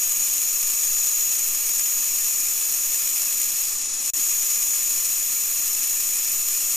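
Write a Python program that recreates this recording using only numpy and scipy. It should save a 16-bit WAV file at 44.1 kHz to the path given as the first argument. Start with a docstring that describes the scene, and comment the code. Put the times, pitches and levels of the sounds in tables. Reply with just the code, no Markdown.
"""Spark train of an ignition coil

An ignition coil fires a spark plug on a workbench nearly 7000 times a second, heard from close by.
Sines at the spark rate and its octave make a piercing, unsteady whine; noise pulsed by each spark, a bright hiss.
Bench resonances and decaying room echoes colour it, over a faint wavering note, room noise and hum.
The treble dulls briefly, the whole sound cuts out for a moment, and one soft bump follows."""
import sys
import numpy as np
from scipy import signal
from scipy.fft import rfft, irfft, next_fast_len
from scipy.io import wavfile
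from scipy.ndimage import map_coordinates

SR = 44100
rng = np.random.default_rng(int(sys.argv[2]) if len(sys.argv) > 2 else 0)


def generate_wav(signal):
    """Clip the signal to [-1, 1] and save it as 16-bit WAV at the path in sys.argv[1]."""
    frames = np.transpose(np.atleast_2d(signal))
    scaled = np.clip(frames, -1, 1) * 32767
    pcm = np.round(scaled).astype(np.int16)
    wavfile.write(sys.argv[1], SR, pcm)


N = 298116  # length [samples]
T = np.arange(N) / SR  # time [s]


def amp(db):
    """Amplitude ratio of a level: 20 dB for each factor of ten."""
    return 10 ** (np.asarray(db) / 20)


def unit(x):
    """Normalisation to an rms of 1."""
    return x / np.sqrt(np.mean(x ** 2) + 1e-20)


def along(points, hz):
    """Linear interpolation of (frequency [Hz], value) points on a logarithmic frequency axis."""
    f, value = np.transpose(points)
    return np.interp(np.log(hz + 1), np.log(f), value)


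def wobble(rate):
    """Smooth random modulation of rms 1: a spline through random knots, rate of them a second."""
    knots = rng.standard_normal(N // 2)
    return unit(map_coordinates(knots, [np.arange(N) * rate / SR], mode="wrap"))


def filtered(x, response):
    """Linear filtering: the spectrum of x multiplied by a response of frequency."""
    m = next_fast_len(N + SR // 2)
    f = np.fft.rfftfreq(m, 1 / SR)
    return irfft(rfft(x, m) * response(f), m)[..., :N]


def placed(x, wet_db, side_db, left_db):
    """Reverberation by convolution with decaying noise; returns a stereo pair of joint rms 1."""
    # decay of the room's echoes: (frequency [Hz], time to fall by 60 dB [s])
    room = [(200, 0.068), (3000, 0.13), (14000, 0.085)]
    hz, t, z = signal.stft(rng.standard_normal((2, SR // 3)), SR, nperseg=256)
    decay = amp(-60 * t / along(room, hz)[:, None])
    tail = signal.istft(z * decay, SR, nperseg=256)[1]
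    echo, across = signal.fftconvolve(x[None], tail, axes=1)[:, :N]
    mid = unit(unit(x) + amp(wet_db) * unit(echo))
    side = amp(side_db) * unit(across)
    return unit(np.array([amp(left_db) * (mid + side), mid - side]))


def spark_count(whine_db):
    """Phase as the integral of a wandering rate: the number of sparks fired so far."""
    start_hz, drift_hz_per_s = 6757, 8  # the coil driver creeps upward as it runs
    sag_hz_per_db = 4  # a stronger arc slows the driver a little
    rate = start_hz + drift_hz_per_s * T - sag_hz_per_db * (whine_db - whine_db.mean())
    wander = 52 * wobble(170) + 95 * wobble(1800)  # slow and fast unsteadiness [Hz rms]
    return np.cumsum(rate + wander) / SR


def whine(count, order, flutter, top_hz, wet_db, side_db, left_db):
    """Harmonic of a periodic pulse train, amplitude-modulated as the arc moves over the electrodes."""
    tone = np.sin(2 * np.pi * order * count)
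    tone = tone * (1 + flutter * wobble(750))
    tone = filtered(tone, lambda f: 1 / np.sqrt(1 + (f / top_hz) ** 160))  # steep low-pass
    return placed(tone, wet_db, side_db, left_db)


def spits(rate, life, size):
    """Shot process: a gain that jumps at random, rate a second, each jump decaying by e in life [s]."""
    jumps = (rng.random(N) < rate / SR) * rng.exponential(size, N)
    return 1 + signal.lfilter([1], [1, -np.exp(-1 / (life * SR))], jumps)


def hiss(count):
    """Pulsed noise: fresh noise jumps up at each spark and decays until the next, coloured by the bench."""
    # spectrum of one spark: (frequency [Hz], relative level per Hz [dB])
    snap = [(150, -38), (400, -28.5), (700, -24.5), (1100, -13.5), (1600, -14), (2200, -9.5), (3500, -11),
            (4600, -6.5), (5400, -0.5), (7300, 2), (10000, 1), (13200, 0), (14000, -20), (15000, -6.5)]
    # peaks and notches from the plug, cans and bench top: (centre [Hz], half-width [Hz], gain [dB])
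    bench = [(1271, 91, 3.5), (1540, 150, -6.5), (1715, 92, 5.5), (2610, 290, 2), (3250, 200, 3.5),
             (4080, 97, 5.5), (4634, 73, -12.5), (5700, 108, 5), (6250, 93, -3.5), (7680, 100, -2),
             (7820, 80, 3.5), (8540, 200, 4.5), (8750, 140, -27), (9400, 250, 1.5), (9840, 93, -14),
             (11340, 110, -6)]

    def spectrum(f):
        bench_db = sum(db * np.exp(-((f - hz) / width) ** 2) for hz, width, db in bench)
        return amp(along(snap, f) + bench_db)

    snaps = rng.standard_normal(N) * np.exp(-(count % 1) / 2)
    coloured = unit(filtered(snaps, spectrum))
    sharp = filtered(coloured, lambda f: 1 / (1 + (5000 / (f + 1)) ** 10))  # above about 5 kHz
    body = coloured - sharp
    # the arc spits: the sharp top crackles in full, the body a little less
    crackle = spits(rate=420, life=.0009, size=.52) * amp(.55 * wobble(70))
    top = placed(sharp * crackle, wet_db=-11.0, side_db=-12.5, left_db=1.5)
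    bottom = placed(body * crackle ** 0.81, wet_db=-8, side_db=-20.5, left_db=1.0)
    return np.std(sharp) * top + np.std(body) * bottom


def arc():
    """Superposition of whine, octave and hiss, all driven by one train of sparks."""
    # strength of the whine before a fixed lift of 1.7 dB: (time [s], level [dB])
    strength = [(0.1, -25.5), (0.6, -28), (0.85, -26), (1.35, -25.5), (1.6, -29.5), (1.8, -26.5),
                (2.6, -28.5), (4.0, -29.5), (4.25, -26), (4.85, -27), (5.15, -29.3), (6.6, -28.5)]
    octave_db, hiss_db = -30, -25.5
    waver_db, waver_per_s = 0.06, 3.93  # slight waver shared by octave and hiss [dB rms, knots/s]
    whine_db = np.interp(T, *np.transpose(strength))
    count = spark_count(whine_db)
    first = whine(count, order=1, flutter=0.13, top_hz=13750, wet_db=-6, side_db=-14.5, left_db=2.5)
    second = whine(count, order=2, flutter=.22, top_hz=13900, wet_db=-8, side_db=-42, left_db=-0.5)
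    upper = amp(octave_db) * second + amp(hiss_db) * hiss(count)
    return amp(whine_db + 1.7) * first + upper * amp(waver_db * wobble(waver_per_s))


def ring():
    """Random frequency modulation: a faint, rough note far below the whine that never holds its pitch."""
    centre_hz, level_db = 2529, -46.5
    hz = centre_hz + 69.95 * wobble(60) + 130 * wobble(900)  # wander [Hz rms]
    tone = np.sin(2 * np.pi * np.cumsum(hz) / SR) * amp(2.14 * wobble(120))
    return amp(level_db) * placed(tone, wet_db=-9, side_db=-27, left_db=-2)


def room_noise():
    """Diffuse field: noise whose left-right correlation depends on frequency, with an uneven rumble."""
    # spectrum of the room noise before the rumble is lifted: (frequency [Hz], relative level per Hz [dB])
    air_spectrum = [(10, 22), (25, -12), (45, -6.5), (75, -4.5), (180, -2), (280, 1.5), (600, -2),
                    (1200, -1), (2200, -3), (5000, -51)]
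    # likeness of left and right: (frequency [Hz], correlation [0-1])
    likeness = [(30, 0.88), (120, 0.16), (500, 0.032), (2000, 0.046)]
    air_db = -47  # level before the rumble is lifted
    lift_db, swing_db, swing_per_s = 5.5, 2.0, 8.3  # rumble: mean lift, random swing [dB rms, knots/s]

    def mid_and_side(f):
        # mid and side powers of cos^2 and sin^2 give the wanted correlation
        turn = np.arccos(np.clip(along(likeness, f), -1, 1)) / 2
        return amp(along(air_spectrum, f)) * [np.cos(turn), np.sin(turn)]

    mid, side = filtered(rng.standard_normal((2, N)), mid_and_side)
    air = unit(np.array([mid + side, mid - side]))
    rumble = filtered(air, lambda f: 1 / (1 + (f / 110) ** 4))
    lift = amp(lift_db + swing_db * wobble(swing_per_s))
    return amp(air_db) * (air + rumble * (lift - 1))


def hum():
    """Additive synthesis of the equipment's hum: sines slightly unsteady in level and phase."""
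    # partials of the hum: (frequency [Hz], mean level [dB rms])
    partials = [(120, -69), (150, -75.5), (240, -70.5), (270, -67.5), (290, -68.5), (300, -75), (375, -69),
                (450, -72.5), (525, -72.5), (600, -72), (825, -69.5)]
    total = 0
    for hz, db in partials:
        level = amp(db + 0.42 * wobble(1.86))
        phase = 2 * np.pi * hz * T + 0.42 * wobble(3.1)
        total = total + level * unit(np.sin(phase))
    return total


def treble_dulled(x):
    """Time-varying filtering by crossfade: the treble dulls and clears again in one smooth swell."""
    # response of the dull part of the crossfade: (frequency [Hz], gain [dB])
    muffle = [(1500, -3), (2500, -5), (4000, -0.5), (6800, -1), (8200, -3), (10000, -5), (12000, -12),
              (13500, -34)]
    middle_s, width_s, depth = 3.89, 0.19, 0.82  # width to 1/e on either side; depth 0-1
    dullness = depth * np.exp(-((T - middle_s) / width_s) ** 2)
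    muffled = filtered(x, lambda f: amp(along(muffle, f)))
    return (1 - dullness) * x + dullness * muffled


def cut_out():
    """Gain gating: the level drops at once, fades further to near silence and snaps back."""
    cut_s, return_s, switch_s = 4.1022, 4.1345, 0.001  # start of the drop and of the return; ramp time
    drop_db, fade_db_per_s, floor_db = 10, 1800, -63
    inside = np.clip(np.minimum(T - cut_s, return_s + switch_s - T) / switch_s, 0, 1)
    fade_db = np.maximum(-drop_db - fade_db_per_s * (T - cut_s), floor_db)
    return amp(inside * fade_db)


def bump():
    """Band-limited noise under a Gaussian envelope: one soft, low bump."""
    middle_s, width_s = 4.19, 0.026  # width to 1/e on either side
    level_db, centre_hz = -50, 293  # level at the middle of the bump
    noise = rng.standard_normal(N)
    body = unit(filtered(noise, lambda f: np.exp(-((f - centre_hz) / 110) ** 2)))
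    return amp(level_db) * np.exp(-((T - middle_s) / width_s) ** 2) * body


def scene():
    """Superposition of spark sound and lower note, their treble dulled briefly, with noise, hum and bump."""
    return treble_dulled(arc() + ring()) + room_noise() + hum() + bump()


def record(dry):
    """Soft saturation rounds the tallest peaks; then come the cut-out and a sharp band limit."""
    top_hz = 15100
    rounded = dry / (1 + (dry / .4) ** 6) ** (1 / 6)  # peaks approach 0.4
    return filtered(rounded * cut_out(), lambda f: f < top_hz)


dry = scene()
out = record(dry)
generate_wav(out)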